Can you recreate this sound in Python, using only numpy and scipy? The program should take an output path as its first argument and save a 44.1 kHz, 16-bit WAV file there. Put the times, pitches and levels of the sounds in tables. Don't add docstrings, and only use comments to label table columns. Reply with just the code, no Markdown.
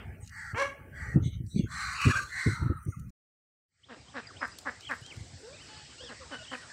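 import sys
import numpy as np
from scipy import signal
from scipy.fft import rfft, irfft, next_fast_len
from scipy.io import wavfile
from scipy.ndimage import uniform_filter1d, map_coordinates

SR = 44100
rng = np.random.default_rng(int(sys.argv[2]) if len(sys.argv) > 2 else 0)


def boost(x):
    u = np.asarray(x, float) / 20
    return 10 ** u


def wav_record(signal):
    frames = np.transpose(np.atleast_2d(signal))
    bounded = np.clip(frames, -1, 1)
    quanta = np.round(bounded * 32767).astype(np.int16)
    wavfile.write(sys.argv[1], SR, quanta)


N = 296352
T = np.arange(N) / SR
CUT_S = 3.3
WIDE_S = 1.5

# (time [s], level [dB])
OPENNESS = [(0, 15), (.2, 0.5), (.49, -13), (.74, 4.5), (1.58, -9.5), (2.02, 4.5), (2.93, -4.5),
            (3.75, 0.5), (3.9, -2.5), (4.35, 0.5), (6.72, 3.5)]
# (time [s], level [dB])
DRONE_LEVEL = [(0, 6.5), (.2, 3.5), (.28, -13), (.5, -18), (.56, 4.5), (1.2, -0.5), (1.35, -11), (1.7, -9),
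               (1.95, -11.5), (2.02, 3), (2.28, 0.5), (2.32, -6.5), (2.42, -7), (2.5, 1), (2.75, -4),
               (2.82, -12), (3.3, -8), (3.75, 1.5)]
# (frequency [Hz], density [dB per Hz])
DRONE_SPECTRUM = [(150, -22.5), (240, 2.5), (400, 0), (680, -2.5), (880, -6), (1100, -35.5)]
MURMUR_SPECTRUM = [(450, -31.5), (700, 1), (1900, 8), (3200, -0.5), (4500, -23.5)]
LEAF_SPECTRUM = [(1800, -27), (3000, -6), (5000, 2), (6500, -5), (7800, 0.5), (8700, -7.5), (9300, -27),
                 (12000, -46.5), (15500, -51)]
# (time [s], level [dB], t60 [s])
STRAW_STIRS = [(4.44, -68, .5), (4.58, -69, .6), (4.8, -78, .5), (4.9, -70, 0.898), (5.11, -72, 0.84),
               (5.37, -71, 0.46), (5.6, -73, 1.6), (5.92, -81, 0.498), (6.3, -71, 0.65), (6.5, -65, 0.75)]
CRISP_STIRS = [(4.58, -77, .5), (4.8, -81, .3), (4.9, -77, .7), (5.11, -80, .7), (5.37, -80, .4)]
# (frequency [Hz], t60 [s])
YARD_DECAY = [(200, 0.21), (2000, 0.25), (10000, 0.31)]
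# (time [s], level [dB])
BUFFETS = [(0, -43), (.4, -52.5), (.88, -49), (1.02, -44.5), (1.38, -36), (1.86, -49), (2.05, -44),
           (2.47, -55), (2.63, -34), (2.9, -53.5), (3, -41), (3.9, -57), (4.15, -55), (4.88, -58),
           (5.28, -48), (5.45, -55), (6.35, -55), (6.72, -55.5)]
# (time [s], peak [dB], frequency [Hz])
THUMPS = [(0.192, -38.5, 76.5), (0.228, -35.5, 94), (.533, -28.5, 97), (1.02, -33, 75),
          (1.142, -24.5, 126.3), (1.158, -10.5, 157), (1.173, -18.5, 121), (1.2, -25, 116),
          (1.217, -22, 95), (1.236, -26, 104.6), (1.258, -20, 132), (1.274, -28, 99), (1.402, -26.5, 121),
          (1.439, -28.5, 91), (1.543, -28, 144), (1.56, -17.5, 196), (1.593, -14.5, 180),
          (1.634, -24, 103.5), (2.052, -20, 141), (2.067, -12, 105), (2.092, -19.5, 112), (2.158, -32, 79),
          (2.461, -18, 149.4), (2.473, -18, 93.2), (2.493, -26.5, 102), (2.515, -29, 110),
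          (2.529, -29.5, 120), (2.619, -26, 116.2), (2.645, -28, 111), (2.658, -19.5, 120),
          (2.696, -19.5, 85), (2.862, -29, 137), (2.882, -22.5, 99), (2.969, -34, 141), (5.016, -41, 113.6),
          (5.172, -36, 102.7), (5.207, -32.5, 90)]
# (frequency [Hz], density [dB per Hz])
RUMBLE_SPECTRUM = [(12, -50.5), (20, -17.5), (65, 4.5), (123, -3.5), (175, -8.5), (226, -14), (700, -53),
                   (910, -86), (1540, -120)]
CRACKLE_SPECTRUM = [(140, -29.5), (220, 13), (350, 5.5), (520, -9.5), (750, -21), (950, -31.5),
                    (1300, -77.5)]
# (time [s], peak [dB], brightness [dB])
TICKS = [(.247, -50, -6), (.262, -47, 0), (.2755, -38, -6), (.294, -41, -10), (1.4655, -47, 1),
         (1.933, -45, 8), (2.0163, -33, 4), (2.2327, -40, 0), (2.9974, -47, 9), (3.096, -48, -16),
         (4.479, -47, 2), (4.5865, -34, 4), (4.808, -39, -8), (4.9108, -40, -4), (4.956, -54, 4),
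         (5.014, -56, 6), (5.063, -36, -50), (5.166, -45, -6), (5.208, -42, -20)]
# (time [s], peak [dB])
PECKS = [(4.612, -42), (4.758, -45), (4.848, -44), (4.891, -44), (4.925, -44), (5.125, -41), (5.136, -45),
         (5.232, -46), (5.251, -46), (6.093, -44)]
SNAPS = [(2.6382, -52), (2.7814, -55), (2.7874, -51), (2.8283, -44.5), (2.8343, -45.5), (2.8518, -40.5),
         (2.9026, -47), (2.9959, -47.5)]
# (time [s], length [s],
# start [Hz], end [Hz], level [dB])
PEEPS = [(2.765, 0.0238, 1338, 1203, -49.5), (2.922, .03, 1431, 1186, -54),
         (3.833, 0.0245, 2820, 4030, -55.5), (3.888, .02, 4400, 2500, -64), (4.082, .024, 3000, 3820, -63),
         (4.515, .016, 4850, 4750, -60), (4.288, .028, 1881, 1032, -58), (4.362, 0.03, 2685, 3963, -61),
         (4.39, .075, 4955, 5150, -56.5), (4.01, .012, 4908, 4704, -61), (4.266, .012, 4953, 4800, -55),
         (5.52, 0.0393, 611, 590, -59), (6, .07, 527, 470, -58), (6.207, .022, 1443, 977, -56),
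         (6.4, .028, 630, 648, -57), (6.428, 0.026, 3767, 3200, -60), (6.567, 0.048, 1900, 1900, -57.5),
         (6.7, 0.02, 1574, 1650, -54)]
# (time [s], hold [s], top [Hz], fall [s], level [dB])
CHEEPS = [
    (4.816, .068, 3208, 0.026, -53),
    (5.025, 0.079, 3245, 0.047, -53.5),
    (6.455, 0.087, 3100, 0.022, -52.5),
]
# (time [s], frequency [Hz], level [dB])
WHISTLE = [(2.098, 1602, -37.5), (2.112, 1736, -35.5), (2.122, 1628, -33.5), (2.128, 1287, -42),
           (2.14, 1285, -36.5), (2.15, 1212, -39), (2.158, 1566, -31.5), (2.176, 1580, -31),
           (2.182, 1570, -42), (2.19, 1570, -30), (2.195, 1555, -31.5), (2.199, 1170, -41),
           (2.25, 1180, -51)]
# (middle [s], half length [s], rate [Hz])
TRILLS = [
    (4.85, 0.036, 49),
    (6.047, 0.0467, 76),
    (6.482, 0.051, 58),
]
# (time [s], length [s], start [Hz], end [Hz], level [dB])
FAR_HENS = [
    (5.43, 0.096, 400.5, 576, -58),
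    (5.69, 0.15, 859, 854, -55),
    (6.2, 0.047, 543, 507, -60),
    (6.322, 0.053, 1506, 1466, -42),
    (6.385, 0.055, 1452, 1406, -50),
]
SQUEALS = [
    (5.528, 0.05, 1130, 1170, -57),
    (5.582, 0.065, 1180, 1413, -58.5),
    (5.98, .125, 1336, 1327, -50),
]
HEN_PARTIALS_DB = (0.5, -4, -12, -24, -32)
SQUEAL_PARTIALS_DB = (-7, 2, 1, -14, -30)
# (frequency [Hz], level [dB])
FAR_BEAK = [(500, 5.5), (1000, -9.5), (1500, -6), (3000, -3.5), (4500, -10)]
# (time [s], length [s], first pitch [Hz], level [dB], bill opening [dB])
QUACKS = [
    (3.885, 0.064, 269.6, -37.5, -7),
    (4.141, 0.065, 285, -34.5, -5.5),
    (4.409, 0.049, 299, -35.5, 5.5),
    (4.652, 0.051, 300.1, -34.5, 1),
    (4.891, 0.051, 290.1, -35.5, 2.5),
    (6.09, 0.0453, 266.9, -39.5, -5),
    (6.306, 0.055, 303.7, -36.5, -6.5),
    (6.511, 0.051, 270, -34, -5.5),
]
# (frequency [Hz], width [Hz], level [dB])
DUCK_THROAT = [(270, 164, -7), (583, 128, -5.5), (1170, 830, -21)]
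BILL = [(1180, 440, -0.5), (1670, 350, -3.5)]
# (time [s], pitch [Hz], level [dB])
CLUCK = [(.545, 397.8, -38.5), (.565, 451, -35.5), (.585, 517, -30), (.605, 553, -28.5),
         (.632, 555.5, -32.5), (.645, 556, -38.5), (.67, 562.7, -41.5), (.72, 552.4, -50.5),
         (.9, 552, -71.5)]
# (frequency [Hz], width [Hz], level [dB])
HEN_THROAT = [(299, 290, -11.5), (545, 220, -2), (1100, 250, 0.5), (1665, 200, 0.5), (2190, 200, -2),
              (3000, 1200, -15)]
HEN_BEAK = [(4120, 500, -0.5), (5900, 590, -0.5), (7400, 900, -6.5), (9000, 970, -10.5),
            (13500, 4000, -28.5)]
# (time [s], length [s], effort [dB], release [s], air [dB])
HUFFS = [
    (0.283, 0.24, -42.5, 0.064, -16.5),
    (0.918, 0.22, -42, 0.11, -19),
    (1.675, .3, -34, 0.062, -13.5),
    (2.285, 0.25, -34.5, 0.31, -14.5),
]
HUFF_DROPS_DB = (27, 6.2, 2.5, 22.2)
MOUTH_HZ = (640, 790, 900, 770, 800)
# (frequency [Hz], width [Hz], level [dB])
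THROAT = [
    [(1170, 110, -8.5), (1346, 158.4, -6), (1570, 310, -3.5), (1920, 180, 0), (2198, 157, -6)],
    [(1140, 95, -2), (1490, 150, -2), (1906, 180, -0.5), (2160, 120, -3), (2390, 150, -10)],
    [(1120, 128, -6.5), (1515, 150, -4.5), (1893, 186, 0), (2160, 148, -3.5), (2494, 150, -13.5)],
]
# (frequency [Hz], width [Hz], level [dB])
BEAK = [(4550, 350, 7), (4163, 410, 6.5)]
AIR = [(5770, 500, 2), (6870, 950, 1), (7970, 760, 1.5), (9280, 380, -2.5), (11500, 9000, -20)]
CLOSING = [(900, 160, -7), (1350, 100, 4.5)]
# (time [s], length [s], start [Hz], end [Hz], level [dB])
INDRAW = [(.23, 0.062, 3800, 3800, -68), (.24, 0.14, 2800, 2800, -66.5), (.22, 0.09, 6700, 7000, -60),
          (.2, .1, 8700, 7200, -60.5), (1.222, .19, 3950, 3650, -60), (1.225, 0.13, 3480, 3400, -60),
          (1.235, 0.2, 3050, 3090, -62), (1.22, .22, 2100, 2300, -64.5), (1.21, 0.2, 6200, 6150, -65.5),
          (1.22, .1, 6300, 6950, -66), (1.24, 0.091, 8300, 8000, -66), (1.492, .13, 3890, 3950, -57),
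          (1.53, 0.13, 4360, 4450, -61.5), (1.47, 0.24, 5600, 6750, -61), (1.455, .2, 7470, 8300, -62.5),
          (1.465, .15, 8800, 8900, -65), (1.56, 0.14, 3520, 3200, -59), (1.58, .12, 2900, 2500, -62),
          (1.55, 0.14, 2400, 2100, -59)]
LEAKS = [(1.71, 0.067, 3550, 3450, -57), (2.272, .05, 3550, 3450, -56), (0.93, 0.12, 3300, 3250, -70),
         (2.05, .17, 3500, 3300, -50), (2.15, .08, 2200, 2100, -47), (2.21, 0.15, 1560, 1400, -49),
         (1.66, .05, 1500, 1550, -53), (.918, 0.06, 1500, 1800, -54), (2.56, 0.28, 4000, 3850, -66.5),
         (2.79, 0.14, 1200, 1230, -65), (2.78, 0.3, 6050, 5800, -71.5), (2.88, 0.21, 6600, 6500, -69.5),
         (2.74, .32, 9000, 8900, -67), (2.9, 0.116, 2100, 2000, -65.5), (2.92, 0.095, 2600, 2500, -70),
         (2.95, .14, 1360, 1300, -63)]
# (frequency [Hz], width [Hz], level [dB])
FAR_THROAT = [(3050, 310, 1), (4270, 170, 1), (5000, 440, -2.2)]
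# (time [s], effort [dB])
WHEEZE = [(1.94, -55.5), (2, -39.5), (2.04, -36), (2.1, -34.5), (2.17, -37), (2.23, -44), (2.33, -54.5)]
# (time [s], length [s])
PUFFS = [
    (2.012, 0.052),
    (2.075, 0.052),
    (2.156, .045),
]
# (frequency [Hz], width [Hz], level [dB])
REED = [(1132, 230, -1), (1641, 130, 0)]
RASP = [(2432, 200, 0.5), (2883, 280, -1.5), (2020, 200, -15.5)]
# (time [s], level [dB])
SETTLING = [(3.29, 0), (3.3, 7.5), (3.84, 0), (3.91, -38)]


def unit(x):
    return x / np.sqrt(np.mean(x ** 2) + 1e-20)


def along(points, hz):
    f, v = np.transpose(points)
    return np.interp(np.log(hz + 1), np.log(f + 1), v)


def curves(spans, edge_s=0.004):
    s, *cols = np.concatenate(spans).T
    gate = sum(np.clip(np.minimum(T - r[0][0], r[-1][0] - T) / edge_s + .5, 0, 1) for r in spans)
    return [np.minimum(gate, 1)] + [np.interp(T, s, c) for c in cols]


def glides(rows, rise_db, fall_db, peak_at, arch_per_s=0):
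    spans = []
    for s, d, a, b, db in rows:
        peak_hz = (a + peak_at * (b - a)) * (1 + arch_per_s * d)
        spans.append([(s, a, db - rise_db), (s + peak_at * d, peak_hz, db), (s + d, b, db - fall_db)])
    return spans


def wobble(rate_hz):
    return map_coordinates(rng.standard_normal(int(N * rate_hz / SR) + 4), [T * rate_hz])


def filtered(x, response):
    m = next_fast_len(N + SR // 4)
    return irfft(rfft(x, m) * response(np.fft.rfftfreq(m, 1 / SR)), m)[:N]


def tract(modes):
    def response(f):
        return sum((-1) ** k * boost(db) * 1j * f * w / (c * c - f * f + 1j * f * w)
                   for k, (c, w, db) in enumerate(modes))
    return response


def steep(modes, low_hz, high_hz):
    return lambda f: tract(modes)(f) / (1 + (low_hz / (f + 1)) ** 8) / (1 + (f / high_hz) ** 8)


def shaped(points):
    def gain(hz):
        ratio = np.maximum((hz + 1) / points[-1][0], points[0][0] / (hz + 1))
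        return boost(along(points, hz) - 60 * np.maximum(0, np.log2(ratio)))
    return gain


def noise(response, patchy_db=2, wide=5, long=8):
    z = signal.stft(rng.standard_normal(N), nperseg=512)[2]
    field = uniform_filter1d(uniform_filter1d(rng.standard_normal(z.shape), wide, 0), long, 1)
    patchy = signal.istft(z * boost(patchy_db * unit(field)), nperseg=512)[1][:N]
    return unit(filtered(patchy, response))


def pulses(hz, uneven, count):
    turn = 2 * np.pi * np.cumsum(hz) / SR
    harmonics = np.sin((count + .5) * turn) / (2 * np.sin(turn / 2) + 1e-9) - .5
    breath = (1 + np.cos(turn)) ** 2 * rng.standard_normal(N)
    return unit(harmonics * (1 + uneven * np.cos(turn / 2))), unit(breath)


def stirs(rows):
    return sum(boost(db - 60 * np.maximum(T - s, 0) / t60) * np.clip((T - s) / 0.022, 0, 1)
               for s, db, t60 in rows)


def meadow():
    first = T < CUT_S
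    open_db = np.interp(T, *np.transpose(OPENNESS))
    murmur_db = np.where(first, -64, -61) + open_db + wobble(7.5)
    murmur = boost(murmur_db) * noise(shaped(MURMUR_SPECTRUM), patchy_db=4.0)
    drone_db = np.where(first, -58, -64.5) + np.interp(T, *np.transpose(DRONE_LEVEL))
    drone = boost(drone_db) * noise(shaped(DRONE_SPECTRUM), patchy_db=3)
    leaf_db = np.where(first, -74.5, -60) + np.where(first, 0.29, 1.52) * open_db
    leaves = boost(leaf_db) * noise(shaped(LEAF_SPECTRUM), patchy_db=1.5)
    straw = stirs(STRAW_STIRS) * noise(shaped([(8800, 5.5), (11500, -13.5)]), patchy_db=6.5, wide=2, long=14)
    whisper_level = boost(-74.5) * first + stirs(CRISP_STIRS) * boost(5 * wobble(25))
    whisper_spectrum = [(9000, -2), (10800, -5.5), (11800, -14.0), (12600, -2), (15500, -3.5)]
    whisper = whisper_level * noise(shaped(whisper_spectrum), patchy_db=2.0, wide=2, long=16)
    return whisper + straw + drone + murmur + leaves


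def yard(x):
    hz, t, z = signal.stft(rng.standard_normal(SR // 2), SR, nperseg=256)
    tail = signal.istft(z * boost(-60 * t / along(YARD_DECAY, hz)[:, None]), SR, nperseg=256)[1]
    return signal.fftconvolve(np.pad(x, (500, 0)), tail / np.linalg.norm(tail))[:N]


def wind():
    buffet_db = np.interp(T, *np.transpose(BUFFETS)) + np.where(T < CUT_S, 4, 1.5) * wobble(24)
    t = np.arange(SR // 8) / SR
    thumps = np.pad(boost(buffet_db) * noise(shaped(RUMBLE_SPECTRUM)), (0, len(t)))
    crackle = np.zeros(len(thumps))
    gaps_s = np.diff(np.transpose(THUMPS)[0], prepend=0)
    phases = rng.uniform(0, 2 * np.pi, len(THUMPS))
    for (s, db, hz), gap_s, phase in zip(THUMPS, gaps_s, phases):
        start = round(s * SR)
        swell = t * hz * 3.52 * np.exp(1 - t * hz * 1.98)
        thumps[start:][:len(t)] += boost(db - 3.0) * swell * np.sin(2 * np.pi * hz * t + phase)
        edge_db = -23.5 + 0.92 * (db + 20.5) + 10 * (gap_s > .038)
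        crackle[start:][:len(t)] += boost(db + edge_db) * (t / 0.0096 * np.exp(1 - t / 0.011)) ** 2
    soft = filtered(thumps, lambda f: 1 / (1 + 1j * f / 600) ** 3)
    return soft + crackle[:N] * noise(shaped(CRACKLE_SPECTRUM))


def clicks(times_s, peaks_db, t60_s, grit):
    t = np.arange(400) / SR
    out = np.zeros(N + 400)
    for s, db, burst in zip(times_s, peaks_db, grit):
        out[round(s * SR):][:400] += boost(db - 60 * t / t60_s) * burst
    return out


def ticks():
    s, db, bright_db = np.transpose(TICKS)
    grit = rng.standard_normal((len(TICKS), 400))
    low = clicks(s, db, 0.028, grit)
    high = clicks(s, db + bright_db - 1.5, 0.0038, grit)
    pecks = clicks(*np.transpose(PECKS), 0.016, rng.standard_normal((len(PECKS), 400)))
    snaps = clicks(*np.transpose(SNAPS), 0.014, rng.standard_normal((len(SNAPS), 400)))
    out = filtered(pecks, lambda f: tract([(7500, 1600, 0)])(f) ** 2)
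    out += filtered(snaps, lambda f: tract([(8800, 5000, -3)])(f) / (1 + (7400 / (f + 1)) ** 12))
    out += filtered(low, lambda f: tract([(5000, 4000, 0)])(f) / (1 + (f / 8500) ** 8))
    return out + filtered(high, tract([(9000, 4000, 0), (14000, 3000, -12)]))


def trill_beat():
    return sum(np.sin(2 * np.pi * rate * (T - s)) * (abs(T - s) < half) for s, half, rate in TRILLS)


def far_hens(beat):
    hens = glides(FAR_HENS, 5.33, 4.5, 0.18), HEN_PARTIALS_DB
    squeals = glides(SQUEALS, 4.6, 6.8, .55, arch_per_s=2.9), SQUEAL_PARTIALS_DB
    out = np.zeros(N)
    for calls, partials_db in (hens, squeals):
        gate, hz, db = curves(calls)
        turn = 2 * np.pi * np.cumsum(hz * (1 + 0.044 * beat + 0.0117 * wobble(90))) / SR
        for k, partial_db in enumerate(partials_db, 1):
            over_db = partial_db + along(FAR_BEAK, k * hz) + 6.0 + k * wobble(110)
            out += gate * boost(db + over_db) * np.sin(k * turn)
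    return out


def chicks(beat):
    cheeps = []
    for s, hold, hz, fall, db in CHEEPS:
        drop_hz, end = fall * 36000, s + hold
        cheeps.append([(s, .9 * hz, db - 6), (s + 0.58 * hold, hz, db - 5.5), (end, .97 * hz, db - 1.0),
                       (end + 0.43 * fall, 0.89 * hz - 0.37 * drop_hz, db + 4.0),
                       (end + fall, .97 * hz - drop_hz, db - 18)])
    calls = sorted(glides(PEEPS, 6.6, 2.6, 0.36) + cheeps + [WHISTLE])
    gate, hz, db = curves(calls, edge_s=0.0035)
    turn = 2 * np.pi * np.cumsum(hz * (1 + 0.047 * beat + 0.013 * wobble(120))) / SR
    level_db = db + 6.5 + 2.2 * beat + np.where(T < CUT_S, 1, 4) * wobble(130)
    return gate * boost(level_db) * np.sin(turn)


def hen():
    gate, hz, db = curves([CLUCK])
    tone, breath = pulses(hz * (1 + 0.0234 * wobble(120)), 0.25, count=7)
    voice = unit(filtered(tone + .7 * breath, lambda f: tract(HEN_THROAT)(f) / (1 + (f / 3900) ** 8)))
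    hiss = unit(filtered(breath, lambda f: tract(HEN_BEAK)(f) / (1 + (3300 / (f + 1)) ** 8)))
    hiss_db = 0.77 * (db + 26.0) - 16.5 + 4 * wobble(120)
    return -gate * boost(db + 1.5 * wobble(71.9)) * (voice + boost(hiss_db) * hiss)


def duck():
    spans = []
    for i, (s, d, hz, db, bill, *_) in enumerate(QUACKS):
        sag = .93 if i == len(QUACKS) - 1 else .73
        spans.append([(s, hz, db - 18.5, bill, d, 0), (s + 0.1996 * d, hz, db - 5, bill, d, .4),
                      (s + .45 * d, (1 - .37 * (1 - sag)) * hz, db, bill, d, .8),
                      (s + d, sag * hz, db - 6.0, bill, d, 1)])
    gate, hz, db, bill_db, length_s, opening = curves(spans, edge_s=0.007)
    hoarse = np.clip(.55 - .03 * bill_db + 70 * (length_s - .051), 0, 1)
    tone, breath = pulses(hz * (1 + 0.0198 * wobble(200)), 0.12, count=9)
    cut = lambda f: 1 / (1 + (f / 2300) ** 10)
    voice = filtered(tone + 0.6 * breath, lambda f: tract(DUCK_THROAT)(f) * cut(f))
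    shut, wide = (filtered(tone + 4.2 * breath, lambda f: tract([mode])(f) * cut(f)) for mode in BILL)
    voice += boost(bill_db) * ((1 - opening) * shut + opening * wide)
    spill_modes = [(2600, 700, 0), (4000, 900, -3), (5200, 900, -5)]
    spill = unit(filtered(breath, lambda f: tract(spill_modes)(f) / (1 + (f / 6000) ** 6)))
    return gate * boost(db) * (unit(voice) + (.06 + .16 * hoarse ** 2) * opening * spill)


def breath_bands(rows):
    width, peak_at, fringe_width = 0.079, 0.24, .3
    out = np.zeros(N)
    for s, d, a, b, db in rows:
        u = np.linspace(0, 1, round(d * SR))
        grit = rng.standard_normal((2, SR // 2))[:, :len(u)]
        smooth = lambda v, over: unit(uniform_filter1d(v, round(SR / (over * a)), axis=1))
        core = smooth(smooth(grit, width), 2 * width)
        fringe = smooth(smooth(grit[::-1], fringe_width), fringe_width)
        rough = core + boost(-7) * fringe
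        turn = 2 * np.pi * np.cumsum(a + (b - a) * u) / SR
        swell = np.sin(np.pi / 2 * np.minimum(u / peak_at, (1 - u) / (1 - peak_at)))
        band = unit(rough[0] * np.cos(turn) + rough[1] * np.sin(turn))
        out[round(s * SR):][:len(u)] += boost(db) * swell * band
    return out * boost(3 * wobble(34.98))


def huffs(streaky):
    drops_db = np.insert(HUFF_DROPS_DB, 2, 0)
    spans = []
    for s, d, db, release, air in HUFFS:
        times = (0, .045, .45 * d, d, d + release)
        spans.append([(s + at, db - drop, hz, air, at > d) for at, drop, hz in zip(times, drops_db, MOUTH_HZ)])
    gate, db, mouth_hz, air_db, closed = curves(spans, edge_s=.015)
    air_db = air_db - 20.5 * closed
    half_shut = T < WIDE_S

    throats = [streaky(lambda f: abs(steep(modes, 950, 2600)(f)) ** 1.2) for modes in THROAT]
    throat = signal.hilbert(np.choose(np.digitize(T, (WIDE_S, HUFFS[3][0])), throats))
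    throat = throat / uniform_filter1d(abs(throat), size=SR // 100) ** .45
    shift_hz = 0.35 * (mouth_hz - max(MOUTH_HZ))
    throat = np.real(throat * np.exp(2j * np.pi * np.cumsum(shift_hz) / SR))
    throat = boost(-15 * np.sqrt(closed)) * throat
    throat += 1.2 * np.sqrt(closed) * streaky(steep(CLOSING, 750, 1600))
    throat += boost(np.where(half_shut, -28, -25)) * streaky(steep([(2797, 1100, 0)], 2300, 5200))

    beaks = [streaky(lambda f: abs(steep([mode], 3500, 5200)(f)) ** 1.2) * boost(mode[2] - 5.5) for mode in BEAK]
    beak = np.where(half_shut, *beaks)
    cavity_hz = mouth_hz - 70 * (T > WIDE_S)
    mouth = streaky(lambda f: 1 / (1 + (f / 55) ** 2)) * np.sin(2 * np.pi * np.cumsum(cavity_hz) / SR)
    mouth = boost(np.where(half_shut, -13, -17)) * (1 - closed) * mouth
    air = streaky(lambda f: abs(steep(AIR, 4700, 14000)(f)) ** 0.98)
    return gate * boost(db) * (throat + mouth + boost(air_db - 1.5) * beak + boost(air_db) * air)


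def wheeze(streaky):
    gate, db = curves([WHEEZE], edge_s=0.014)
    db = db + 4 * sum(np.clip(np.minimum(T - s, s + d - T) / .006, 0, 1) for s, d in PUFFS)
    rasp_db = np.minimum(6 - 76 * (T - WHEEZE[1][0]), 2.5) + 2.0
    reed = streaky(steep(REED, 840, 2200))
    rasp = boost(rasp_db) * noise(steep(RASP, 1496, 2500), wide=2, long=12)
    air = boost(-11.5 - .2 * db) * streaky(tract(BEAK[1:] + AIR))
    return gate * boost(db - 4 + 1.5 * wobble(80)) * (reed + rasp + air)


def drake():
    streaks = noise(np.ones_like, patchy_db=4, wide=2, long=40)
    streaky = lambda response: unit(filtered(streaks, response))
    far_swell = np.sin(np.pi * np.clip((T - 5.6) / 0.4, 0, 1))
    far_hiss = boost(-55) * far_swell * streaky(steep(FAR_THROAT, 1900, 5400))
    return huffs(streaky) + breath_bands(INDRAW + LEAKS) + far_hiss + wheeze(streaky)


def scene():
    beat = trill_beat()
    cluck = hen()
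    rest = duck() + chicks(beat) + far_hens(beat)
    echo = yard(boost(-2.5) * cluck + boost(-10.5) * rest)
    return (meadow() + wind() + ticks() + cluck + rest + echo + drake())[None]


def roll_off(x):
    return signal.sosfilt(signal.butter(12, 15810, fs=SR, output="sos"), x)


def record(dry):
    hz, t, z = signal.stft(dry[0], SR, nperseg=1024, noverlap=768)
    power = uniform_filter1d(uniform_filter1d(abs(z) ** 2, size=2, axis=0), size=9, axis=1)
    ragged_db = 4.5 * unit(uniform_filter1d(rng.standard_normal(len(hz)), size=3))
    floor = [(100, -100), (400, -71.5), (580, -80.5), (800, -78), (1500, -91.5), (5000, -90.0), (10000, -108)]
    estimate = boost(ragged_db + along(floor, hz))[:, None] ** 2
    estimate = estimate * boost(np.interp(t, *np.transpose(SETTLING))) ** 2
    keep = boost(-26) + (power / (power + estimate)) ** 2
    low_cut_hz = np.where(t < CUT_S, 48, 66)
    z = z * keep / (1 + (low_cut_hz / (hz[:, None] + 1)) ** 6)
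    out = signal.istft(z, SR, nperseg=1024, noverlap=768)[1][:N]
    stop = np.clip((3.106 - T) / 0.0033, 0, 1)
    fade_in = np.clip((T - 3.655) / .32, 0, 1) ** 2.2
    mix = out * np.where(T < CUT_S, stop, fade_in)
    return roll_off(mix[None])


dry = scene()
out = record(dry)
wav_record(out)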